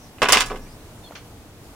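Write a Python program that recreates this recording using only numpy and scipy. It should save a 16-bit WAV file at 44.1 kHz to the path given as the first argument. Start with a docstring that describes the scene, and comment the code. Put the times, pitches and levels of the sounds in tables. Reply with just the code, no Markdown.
"""An open car park, close to a folding metal van ramp, heard on a stereo pair.
A foot lands on the ramp: the two leaves slam, chatter at the hinge and settle with a slow flex,
each blow ringing the plate's modes. A second, soft step near the top gives a thump of the heel
and a scuff of the sole. Farther off lie the rumble of traffic and air, a low hum and a faint bird."""
import sys
import numpy as np
from scipy import signal
from scipy.fft import irfft
from scipy.io import wavfile
from scipy.ndimage import uniform_filter1d

SR = 44100
rng = np.random.default_rng(int(sys.argv[2]) if len(sys.argv) > 2 else 0)


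def pcm_store(signal):
    """Save signal as 16-bit PCM."""
    levels = np.round(np.clip(np.atleast_2d(signal), -1, 1) * 32767)
    wavfile.write(sys.argv[1], SR, levels.astype(np.int16).T)


N = 77175
T, HZ = np.arange(N) / SR, np.fft.rfftfreq(N, 1 / SR)
# Likeness of left and right for sounds near the microphones: freq_hz, correlation
NEAR_CORRELATION = [(50, 1), (500, .99), (1000, 0.98), (2000, 0.81), (3800, 0.37), (6500, 0.27),
                    (9500, 0.27), (13000, -.35)]


def amp(db):
    """Decibels to gain."""
    return 10 ** (np.asarray(db) / 20)


def unit(x):
    """Scales to rms 1."""
    return x / np.sqrt(np.mean(abs(x) ** 2) + 1e-20)


def decay(t, t60):
    """A fall of 60 dB every t60 seconds."""
    return np.exp(-np.log(1000) * t / t60)


def read(points, hz):
    """Reads a table on a log-frequency axis."""
    f, value = np.transpose(points)
    return np.interp(np.log(hz + 1), np.log(f + 1), value)


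def bumps(table, hz):
    """Peaks and gaps of a spectrum, in dB."""
    return sum(db * np.exp(-((hz - f) / width) ** 2) for f, width, db in table)


def add(mix, start_s, sound):
    """Adds a sound to the mix at start_s."""
    at = max(round(start_s * SR), 0)
    part = mix[:, at:at + sound.shape[-1]]
    part += sound[..., :part.shape[1]]


def noise_pair(correlation, size):
    """Left and right noise spectra, as alike as the table says."""
    hz = np.fft.rfftfreq(size, 1 / SR)
    alike = np.clip(read(correlation, hz), -1, 1)
    phases = np.exp(2j * np.pi * rng.random((2, len(hz))))
    mid, side = phases * np.sqrt([(1 + alike) * size / 2, (1 - alike) * size / 2])
    return np.array([mid + side, mid - side])


def waver(width_hz):
    """A random complex gain that widens a tone into a band."""
    hz = np.fft.fftfreq(N, 1 / SR)
    return unit(np.fft.ifft(np.exp(2j * np.pi * rng.random(N) - (hz / width_hz) ** 2)))


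def traffic_and_air():
    """Distant traffic and moving air: a rumble whose spectrum drifts in patches."""
    # Spectrum of the rumble: freq_hz, density_db
    spectrum = [(12, -50), (20, -7), (55, -7.5), (104, -5.5), (158, -10.5), (177, -10), (193, -11),
                (293, -11.5), (388, -15.5), (472, -13.5), (513, -20), (590, -16), (1810, -26.5),
                (9140, -33), (16000, -35.5)]
    # Likeness of left and right far off: freq_hz, correlation
    far_correlation = [(30, 0.82), (120, 0.99), (300, 0.97), (1000, 0.8), (2000, 0.11), (3800, -0.2),
                       (9500, 0.26), (13000, -0.17)]
    # Slow swell above the bass: time_s, gain_db
    swell = [(0, -1), (.7, 0.6), (.9, 0.5), (1.3, -0.1), (1.56, -2.4), (1.66, 0.7), (1.75, 0)]
    air = irfft(noise_pair(far_correlation, N) * unit(amp(read(spectrum, HZ))), N)
    hz, t, frames = signal.stft(air, SR, nperseg=512)
    patches = uniform_filter1d(rng.standard_normal(frames.shape[1:]), size=8, axis=0)
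    patch_db = 0.8 * unit(uniform_filter1d(patches, size=12, axis=1))
    swell_db = np.outer(hz / (hz + 300), np.interp(t, *np.transpose(swell)))
    return amp(-44) * signal.istft(frames * amp(patch_db + swell_db), SR, nperseg=512)[1][:, :N]


def machine_hum():
    """A machine's three low, wavering tones swell and ease off."""
    # Tones of the hum: pitch_hz, level_db
    tones = [(102.3, -53.5), (296, -61), (479, -64.5)]
    # Their joint swell: time_s, gain_db
    swell = [(0, -22), (.8, -3.5), (.92, -3), (1.33, 3.5), (1.5, 3), (1.75, -5)]
    hum = sum(amp(db) * unit((waver(width_hz=9) * np.exp(2j * np.pi * hz * T)).real) for hz, db in tones)
    return hum * amp(np.interp(T, *np.transpose(swell)))


def bird():
    """A faint bird's thin gliding notes, some nearly pure and some hissy."""
    # Notes: start_s, length_s, from_hz, to_hz, level_db, width_hz
    notes = [(-.03, 0.13, 6090, 5400, -56, 800), (0.601, 0.076, 5420, 5980, -58, 500),
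             (0.671, 0.084, 4460, 5340, -58, 446), (0.682, .1, 8250, 9400, -67, 200),
             (1.02, .08, 9600, 8700, -65, 200), (1.032, 0.034, 3620, 3510, -53, 90),
             (1.054, 0.032, 3400, 3310, -49.5, 130), (1.033, 0.068, 4260, 4290, -52.5, 70)]
    out = np.zeros((2, N))
    for start_s, length_s, from_hz, to_hz, db, width_hz in notes:
        progress = np.clip((T - start_s) / length_s, 0, 1)
        tone = np.exp(2j * np.pi * np.cumsum(from_hz + (to_hz - from_hz) * progress) / SR)
        flutter = waver(width_hz) + np.array([waver(width_hz), waver(width_hz)])  # shared + each side
        out += amp(db) * np.sqrt(abs(np.sin(np.pi * progress))) * (tone * flutter).real
    return out


def ramp_sides(hz):
    """The ramp's gains at the two microphones: bass leans left, the rest right."""
    # Left minus right: freq_hz, balance_db
    balance = [(100, 1.7), (700, -2.2), (1400, -.8), (2800, -3.5), (5600, -1.8), (12000, -0.7)]
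    return amp(np.outer([.5, -.5], read(balance, hz)))


def plate_spectrum(hz):
    """The crowd of weak modes that every blow draws from the plate."""
    # Overall outline: freq_hz, density_db
    outline = [(40, -16), (160, -22), (250, -7), (330, -7.5), (430, -6.5), (620, -2.5), (1100, 5),
               (1850, -4.5), (2300, -5.5), (3000, -5), (4200, -11), (5400, -8.5), (7400, -10.5),
               (10000, -15), (13000, -22), (16000, -20)]
    # Clusters of modes and gaps between them: centre_hz, width_hz, gain_db
    clusters = [(332, 23, -19), (423, 46, 3), (523, 37, 4), (559, 14, -8), (823, 31, -6), (917, 18, -11),
                (1378, 38, -16), (1460, 15, -0.5), (1644, 17, 1), (2020, 15, -1), (2270, 45, -4),
                (3270, 25, 2), (3510, 52, 5), (4570, 74, 2.5), (5350, 47, -3), (5370, 150, 5),
                (6460, 47, -9), (7320, 130, 2), (8040, 65, -12), (8900, 87, 3), (10370, 50, 5.5),
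                (9700, 120, -2.5), (10540, 76, 4.5)]
    return unit(amp(read(outline, hz) + bumps(clusters, hz)))


def steady(band, span_s=0.0079):
    """Evens out a noise band's power, so that its envelope alone shapes it."""
    power = uniform_filter1d(np.mean(band ** 2, 0), size=int(span_s * SR), mode="wrap")
    return band * np.sqrt(power.mean() / (power + 1e-20))


def contact(t, rebounds_per_s=240, rebound_s=0.00041, crack_s=0.0063):
    """Envelope of metal meeting metal: a crack and tiny random rebounds."""
    size = len(t)
    rebounds = (rng.random(size) < rebounds_per_s / SR) * rng.uniform(0.55, 2.43, size)
    pulse = t / rebound_s * np.exp(1 - t / rebound_s)
    chatter = 1 + amp(-4.5) * signal.fftconvolve(rebounds, pulse)[:size]
    return chatter / np.mean(chatter) + amp(-7.5) * np.exp(-t / crack_s)


def blow(level_db, bass_db, bite_db, treble_db, ring_factor, rise_s=0.0012, size=32768):
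    """One slam: the plate's dense weak modes and its few strong ones ring and die away."""
    # Ring of the weak modes by band: centre_hz, t60_s
    bands = [(100, 1), (300, 0.4), (700, 0.19), (1500, 0.17), (3000, 0.18), (6000, 0.18), (10000, 0.15),
             (16000, 0.13)]
    # Strong modes of the ramp: pitch_hz, level_db, t60_s
    modes = [(425, -21, .27), (519, -19.5, 0.18), (751.8, -16, 0.28), (855, -23.5, 0.13),
             (997, -15.5, 0.24), (1062, -14.5, .16), (1145, -21, 0.5), (1216, -19.5, 0.22),
             (1245, -15.5, 0.15), (1464, -14, 0.18), (1540, -20, 0.26), (1653, -18.5, 0.14),
             (1697.4, -26.5, 0.64), (2040, -18.5, 0.15), (2077, -16, 0.22), (2452, -15, .12),
             (2606, -20.5, 0.21), (2920, -17, 0.13), (3490, -20, 0.072), (3940, -15, 0.084),
             (4630, -22, 0.19), (5550, -20, 0.15), (6402, -28, 0.11), (7424, -24, 0.13)]
    t, hz = np.arange(size) / SR, np.fft.rfftfreq(size, 1 / SR)
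    colour = [(400, bass_db), (1110, 0), (2810, bite_db), (8000, treble_db)]  # freq_hz, gain_db
    crowd = noise_pair(NEAR_CORRELATION, size) * plate_spectrum(hz)
    crowd *= amp(read(colour, hz)) * ramp_sides(hz)
    strike = contact(t)
    tail = amp(-30) * decay(t, t60=0.4)
    centres = [f for f, _ in bands]
    out = np.zeros((2, size))
    for (_, t60), share in zip(bands, np.eye(len(bands))):
        band = steady(irfft(crowd * read(list(zip(centres, share)), hz), size))
        out += band * np.hypot(strike * decay(t, t60 * ring_factor), tail)
    for (f, db, t60), (phase, lean) in zip(modes, rng.uniform(-1, 1, (len(modes), 2))):
        # A phase gap between the microphones sets how alike they sound.
        gap = np.sign(lean) * np.arccos(np.clip(read(NEAR_CORRELATION, f), -1, 1))
        tone = np.sin(2 * np.pi * f * t + np.pi * phase + gap * np.array([[.5], [-.5]]))
        out += ramp_sides(f) * amp(db + read(colour, f)) * decay(t, t60) * tone
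    return amp(level_db) * np.minimum(t / rise_s, 1) * out


def ramp_clatter():
    """The two leaves slam under the foot and chatter at the loose hinge."""
    # Blows of metal on metal: start_s, level_db, bass_db, bite_db, treble_db, ring_factor
    blows = [(0.1838, -41.5, 14.5, 9, -25, 0.15), (0.2186, -11.5, 3.5, 3.5, -11, 0.86),
             (0.2277, -16, 2, -7.5, -5, 1.05), (0.256, -17.5, 2, 7.5, -29, 0.46),
             (0.2858, -10, -4, -1.5, -3, 0.79), (.3025, -21.5, 10, 12, -2, 0.7),
             (.3216, -15, -1.5, 8.5, 15, 0.62), (0.3291, -14, 0, 9.5, 2, 1.04),
             (.3420, -22.5, -4, 9.5, 1, 1), (.3510, -19.5, 8.5, 3, -4, 0.8),
             (.3640, -24.5, -3, 2, -18, 0.68), (.3700, -15, -12, 7.5, -3, 0.72),
             (.3850, -29.5, 4, 16, 9.5, 0.61), (0.401, -28, -12, 3, 12, 0.31),
             (0.4059, -17, -5.5, 9.5, 6, 0.48), (.4195, -27, 0, 6, 0, 1.24), (.4590, -34, 4, -1.5, 8, 1.08),
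             (0.5059, -26.5, 13, -5, -16, 1.12), (0.535, -42.5, 18.5, -24, -23, 0.66),
             (0.557, -37.5, -21, 4, -7, 0.6), (0.5722, -47.5, 14, -12, 6.5, 0.58)]
    out = np.zeros((2, N))
    for start_s, *settings in blows:
        add(out, start_s, amp(-2) * blow(*settings))
    return out


def ramp_flex():
    """The whole span flexes slowly under the weight."""
    # Bending swings: start_s, pitch_hz, level_db, rise_s, t60_s
    swings = [(0.27, 26.3, -16, 0.29, 1), (.26, 37.5, -29, 0.052, .45), (0.33, 36, -31, .08, 0.41)]
    out = np.zeros((2, N))
    for start_s, hz, db, rise_s, t60 in swings:
        envelope = np.minimum(T / rise_s, 1) ** 2 * decay(T, t60)
        add(out, start_s, amp(db) * envelope * np.sin(2 * np.pi * hz * T))
    return out


def sole_scuffs(top_hz=6550):
    """The sole brushes over the plate in short bursts of friction noise."""
    # Brushes: start_s, level_db, rise_s, t60_s, centre_hz, width_octaves
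    brushes = [(.497, -34, 0.0044, .04, 1500, 1.0), (.659, -49, 0.013, 0.091, 2050, 0.51),
               (1.118, -41.5, 0.0024, 0.062, 900, 0.87), (1.151, -36.5, 0.0044, 0.18, 1720, 1.65)]
    # Peaks and gaps common to all brushes: centre_hz, width_hz, gain_db
    peaks = [(1320, 260, 4.5), (1870, 240, -1), (2340, 100, 5.5), (3180, 230, 4.5), (3820, 200, -4),
             (4270, 110, 8), (6060, 400, 6.5)]
    colour = amp(bumps(peaks, HZ)) / np.hypot(1, (HZ / top_hz) ** 6)
    out = np.zeros((2, N))
    for start_s, db, rise_s, t60, hz, octaves in brushes:
        band = (1 + (np.log2((HZ + 1) / hz) / octaves) ** 2) ** -1.2
        friction = irfft(noise_pair(NEAR_CORRELATION, N) * unit(band * colour), N)
        envelope = np.minimum(T / rise_s, 1) * decay(np.maximum(T - rise_s, 0), t60)
        add(out, start_s, amp(db) * envelope * friction)
    return out


def heel_knock(start_s=1.1093, knock_hz=680, rise_s=0.00076, tick_hz=2140, tick_s=0.0008):
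    """The rubber heel of the soft step: a dead knock of a few cycles with a small tick."""
    knock = amp(-28) * T / rise_s * np.exp(1 - T / rise_s) * np.sin(2 * np.pi * knock_hz * T)
    tick = amp(-38) * np.exp(-T / tick_s) * np.sin(2 * np.pi * tick_hz * T)
    out = np.zeros((2, N))
    add(out, start_s, knock + tick)
    return out


def scene():
    """The car park far off, ramp and shoe close by."""
    distant = traffic_and_air() + machine_hum() + bird()
    return distant + ramp_clatter() + ramp_flex() + sole_scuffs() + heel_knock()


def record(dry, ceiling=0.86, edge_hz=15900):
    """The highest peaks are rounded off, then the top treble is cut."""
    rounded = dry / (1 + (dry / ceiling) ** 6) ** (1 / 6)
    lowpass = signal.firwin(401, edge_hz, window=("kaiser", 9), fs=SR)
    return signal.oaconvolve(rounded, lowpass[None], "same")


dry = scene()
out = record(dry)
pcm_store(out)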